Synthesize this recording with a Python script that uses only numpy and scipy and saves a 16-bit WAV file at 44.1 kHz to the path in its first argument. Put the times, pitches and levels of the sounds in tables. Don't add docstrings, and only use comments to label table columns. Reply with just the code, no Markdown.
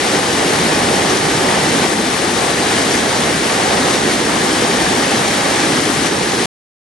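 import sys
import numpy as np
from scipy import signal
from scipy.io import wavfile
from scipy.ndimage import uniform_filter1d, map_coordinates

SR = 44100
rng = np.random.default_rng(int(sys.argv[2]) if len(sys.argv) > 2 else 0)


def gain_from_decibels(decibels):
    exponent = np.asarray(decibels, float) / 20
    return 10 ** exponent


def bounce(signal):
    frames = np.transpose(np.atleast_2d(signal))
    limited = np.clip(frames, -1, 1)
    pcm = np.round(limited * 32767).astype(np.int16)
    wavfile.write(sys.argv[1], SR, pcm)


N = 302959


def evened(x):
    return x / np.sqrt(np.mean(x ** 2) + 1e-20)


def spectrum_at(points, hz, col=1):
    rows = np.array(points)
    return np.interp(np.log(hz + 1), np.log(rows[:, 0] + 1), rows[:, col])


def bubbles(per_s, spread_db, cycles, rise):
    out = np.zeros((2, N))
    pitches = np.geomspace(120, 11000, num=30)
    strength_db = spread_db * np.minimum(rng.exponential(1, (2, N)), 5)
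    strength = gain_from_decibels(strength_db) * rng.choice([-1, 1], (2, N))
    draw = rng.random((2, N)) * SR / per_s
    commonness = np.sqrt(pitches)
    edges = np.cumsum(np.r_[0, commonness]) / commonness.sum()
    for k, hz in enumerate(pitches):
        u = np.arange(int(4 * cycles * SR / hz)) * hz / SR
        ring = np.sin(2 * np.pi * u * (1 + rise * u / cycles))
        ring *= np.exp(-u / cycles) * (1 - np.exp(-3 * u))
        ring *= hz ** 0.27 / np.linalg.norm(ring)
        born = (draw >= edges[k]) & (draw < edges[k + 1])
        out += signal.oaconvolve(strength * born, ring[None])[:, :N]
    return evened(out)


def bumps(t, at_s, half_s):
    return np.exp(-((t - at_s[:, None]) / half_s[:, None]) ** 2)


def heaving(hz, t):
    heave = uniform_filter1d(rng.standard_normal((len(t), 6)), size=9, axis=0)
    heave = evened(uniform_filter1d(heave, size=9, axis=0))
    octave = np.clip(np.log2((hz + 1) / 60), 0, 5)
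    grid = np.meshgrid(octave, np.arange(len(t)), indexing="ij")
    low = 1 / (1 + (hz / 1090) ** 4)[:, None]
    return 0.5 * low * map_coordinates(heave.T, grid, order=1)


def surging(hz, t):
    # centre in seconds, swell in dB, half length in seconds, centre frequency in Hz.
    surges = [(.05, -4, .15, 120), (0.35, -2, .12, 200), (.63, 5.5, .1, 130), (0.749, 0.5, 0.33, 1000),
              (1.13, 1, .08, 330), (0.899, 2.5, .1, 190), (1.3, 1, .15, 250), (1.5, 1, .07, 220),
              (3.3, 0, .18, 400), (5.6, 1, .15, 220), (5.551, 1, .1, 220), (6.25, 2, 0.066, 400),
              (4.201, -1, 0.16, 400), (3.3, 3.5, .15, 99), (1.3, -2, .1, 68), (6.15, 1.5, .12, 360),
              (0.9, 2, .12, 560), (3.4, 0, 0.1, 870), (2.3, 1.5, 0.11, 400), (1.35, 4.5, .12, 110),
              (1.528, 1.5, .1, 670), (1.76, 3.5, .1, 200), (1.96, -1, .07, 110), (2.1, -0.5, .1, 330),
              (2, 3.5, .1, 200), (3.5, -2.5, 0.25, 300), (3.153, 0.5, .12, 750), (3.377, -3, .07, 750),
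              (3.72, 1.5, .2, 750), (4.4, 1.5, .1, 250), (4.08, 0.5, .06, 110), (4.201, 3.5, 0.13, 300),
              (4.1, 2.5, .12, 100), (5.9, -2, 0.16, 750), (6, 5, .08, 110), (6.6, 2, .08, 750),
              (5.35, -3, 0.11, 300), (6.8, 0, .09, 110), (6.1, -1.5, .08, 330), (7, -2.5, 0.34, 100),
              (6.35, -2, .1, 750), (.58, 1.5, .14, 400), (3.75, 2, .15, 390), (4.98, -1.5, .14, 270),
              (1.7, -1, .12, 300), (2.95, 1.5, .12, 360), (6.12, 1.5, .1, 270), (.95, -0.5, .12, 1000)]
    # centre in seconds, swell in dB, half length in seconds.
    spray = [(.57, 1, 0.054), (.76, 0, 0.045), (1.102, 0.5, .04), (1.8, 0.8, 0.06), (2.952, 1.5, 0.029),
             (2.295, -0.7, 0.097), (2.701, 1.5, 0.11), (3.34, -1, .15), (3.94, 1, .04), (4.12, 1.5, 0.043),
             (4.45, 0.2, .1), (5.6, 0.5, 0.071), (6.05, 0.5, .04), (6.254, -0.5, .06)]
    surge_s, surge_db, surge_half_s, centre_hz = np.transpose(surges)
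    surge_octaves = 0.76
    reach = np.exp(-(np.log2((hz[:, None] + 1) / centre_hz) / surge_octaves) ** 2)
    low_db = (reach * surge_db) @ bumps(t, surge_s, surge_half_s)
    spray_s, spray_db, spray_half_s = np.transpose(spray)
    high = 1 / (1 + (920 / (hz + 1)) ** 4)[:, None]
    high_db = high * (spray_db @ bumps(t, spray_s, spray_half_s))
    return low_db + heaving(hz, t) + high_db


def ports(hz, z):
    # frequency in Hz, spectrum level in dB per Hz.
    left_colour = [(30, -31.5), (60, -10), (160, -3.2), (210, -0.3), (290, 1.4), (360, 0.7), (580, -4),
                   (800, -2.5), (1150, -3), (1350, -5.5), (1950, -6.5), (2400, -8.5), (2950, -9),
                   (4800, -12), (5800, -11.5), (7200, -13.5), (9000, -13), (10500, -15.5), (11300, -19),
                   (11800, -28), (12200, -34.5), (13000, -46)]
    # frequency in Hz, spectrum level in dB per Hz.
    right_colour = [(30, -17), (160, -2.5), (210, 0.5), (290, 3), (370, 2), (460, 2), (650, -4), (820, 1),
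                    (950, -3.5), (1100, -6.5), (1280, -12), (1550, -7.5), (1880, -4), (2150, -7.5),
                    (2400, -9.5), (2650, -13.5), (3000, -11.5), (3700, -10.5), (6000, -16), (8500, -23),
                    (9800, -26.5), (10500, -34.5), (11300, -36.5), (12500, -47)]
    # frequency in Hz, coherence from 0 to 1, left lead in radians.
    likeness = [(30, .88, .04), (200, .98, .11), (400, .97, .25), (620, .82, .9), (800, .83, 1.),
                (920, .55, 1.9), (1010, .15, 3.), (1060, .15, 4.3), (1200, .5, 6.3), (1300, .4, 5.85),
                (1680, .7, 5.85), (2000, .54, 6.85), (2200, .62, 6.5), (2400, .7, 6.9), (2600, .38, 6.6),
                (2900, .68, 6.35), (3250, .64, 6.75), (3500, .43, 6.6), (4200, .56, 6.45), (5200, .8, 7.),
                (7000, .76, 7.55), (9000, .64, 7.75), (10000, .42, 7.8), (11000, .1, 7.8)]
    same = np.clip(spectrum_at(likeness, hz), 0, 1)[:, None]
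    lag = np.exp(-1j * spectrum_at(likeness, hz, col=2))[:, None]
    right = same * lag * z[0] + np.sqrt(1 - same ** 2) * z[1]
    left = z[0] * gain_from_decibels(spectrum_at(left_colour, hz))[:, None]
    right = right * gain_from_decibels(spectrum_at(right_colour, hz))[:, None]
    pair = np.array([left, right])
    return evened(signal.istft(pair, SR, nperseg=1024, noverlap=768)[1][:, :N])


def river():
    share = 0.14
    foam = np.sqrt(1 - share) * rng.standard_normal((2, N))
    foam += np.sqrt(share) * bubbles(per_s=9000, spread_db=3.5, cycles=2.5, rise=0.081)
    hz, t, z = signal.stft(foam, SR, nperseg=1024, noverlap=768)
    z /= np.sqrt(uniform_filter1d((abs(z) ** 2).mean((0, 2)), size=7))[:, None]
    patches = rng.standard_normal((len(t), len(hz))).T
    patches = uniform_filter1d(patches, size=12, axis=0)
    patches = evened(uniform_filter1d(patches, size=6, axis=1))
    flicker = evened(uniform_filter1d(rng.standard_normal(len(t)), size=3))
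    return ports(hz, z * gain_from_decibels(surging(hz, t) + 0.5 * patches + 0.35 * flicker))


def ticks():
    # time in seconds, peak level in dB, right minus left in dB.
    drops = [(.3075, -8, -6), (.5614, -9, -6), (1.0998, -8, -6), (1.1736, -3, -8), (1.8566, -9, -6),
             (2.928, -9, -6), (2.9532, -8, -6), (2.977, -4, -7), (2.9892, -8, -6), (3.9566, -7, -5),
             (4.1359, -9, -6), (4.7711, -5, -7), (5.453, -11, -6), (5.6041, -8, -6), (5.8552, -7, -6),
             (6.0693, -8, -6)]
    out = np.zeros((2, N))
    t = np.arange(-40, 80) / SR
    snap = np.cos(2 * np.pi * 6000 * t) * np.exp(-abs(t) / 0.0003)
    for s, db, right_db in drops:
        at = round(s * SR) - 40
        out[:, at:at + len(t)] += gain_from_decibels(np.array([[db], [db + right_db]])) * snap
    return out


def slaps():
    # time in seconds, peak level in dB, pitch in Hz.
    pockets = [(0.614, -1.5, 385), (0.726, -3, 407), (.8576, -9, 390), (1.1366, -7, 339), (1.173, -9, 326),
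               (1.3205, -3, 329), (1.85, 0, 328), (2.3791, -6.5, 357), (2.8314, -8.5, 351),
               (3.074, -10, 405), (3.458, -7, 390), (3.9018, -9, 384), (3.949, -5, 366), (4.135, -10, 309),
               (4.6995, -6, 351), (4.8057, -4, 327), (4.9474, -7, 379), (5.403, -9, 291),
               (5.788, -3.5, 240), (5.901, -2, 332), (6.405, -3, 296)]
    out = np.zeros(N)
    for s, db, hz in pockets:
        u = np.arange(-400, 400) * hz / SR
        at = round(s * SR) - 400
        out[at:at + 800] -= gain_from_decibels(db - 6.0) * np.cos(2 * np.pi * u) * np.exp(-(u / 0.74) ** 2)
    return out


def scene():
    slap_balance = gain_from_decibels(np.array([[-.5], [.5]]))
    return gain_from_decibels(-13.5) * river() + slaps() * slap_balance + ticks()


def gain_control_db(trips, creep_db_per_s):
    drop_s = 0.035
    t, held_db = np.arange(N) / SR, np.zeros(N)
    for s, db in trips:
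        owed_db = held_db[round(s * SR)] + db * np.clip((t - s) / drop_s, 0, 1)
        recovering_db = np.maximum(owed_db - creep_db_per_s * (t - s), 0)
        held_db = np.where(t > s, recovering_db, held_db)
    return -held_db


def port_gains():
    # time in seconds, drop in dB.
    left_trips = [(.175, 1), (.776, 0.5), (1.174, 1.5), (1.852, -1.5), (1.917, 2), (2.512, 2), (2.985, 1.5),
                  (3.955, 1.9), (4.136, 1.2), (4.948, 0), (5.453, 1), (6.069, 3)]
    # time in seconds, drop in dB.
    right_trips = [(0.005, 0.85), (.175, 1.3), (1.85, 3.1), (1.95, 0.62), (2.99, 0.39), (3.998, 0.74),
                   (4.157, 1.1), (5.801, 2.5)]
    return gain_from_decibels(np.array([gain_control_db(left_trips, 6.5), gain_control_db(right_trips, 3)]))


def thinned(x):
    hz, t, z = signal.stft(x, SR, window="cosine", nperseg=2048, noverlap=1024)
    jumps = np.floor(0.55 * rng.exponential(1, len(t)) ** 1.3)
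    edge_hz = 11750 + 170 * jumps
    kept = z * (hz[:, None] < edge_hz)
    return signal.istft(kept, SR, window="cosine", nperseg=2048, noverlap=1024)[1][:, :N]


def low_pass(x):
    return signal.sosfilt(signal.butter(12, 16000, fs=SR, output="sos"), x)


def record(dry):
    cut_s, fade_s = 6.4577, 0.00008
    t = np.arange(N) / SR
    x = signal.sosfilt(signal.butter(3, 38, "high", fs=SR, output="sos"), dry)
    x = x * port_gains()
    x = 1.8 * np.tanh(x / 1.8)
    x = thinned(np.clip(x, -.97, .97))
    x = x * np.clip((cut_s - t) / fade_s, 0, 1)
    return low_pass(x)


dry = scene()
out = record(dry)
bounce(out)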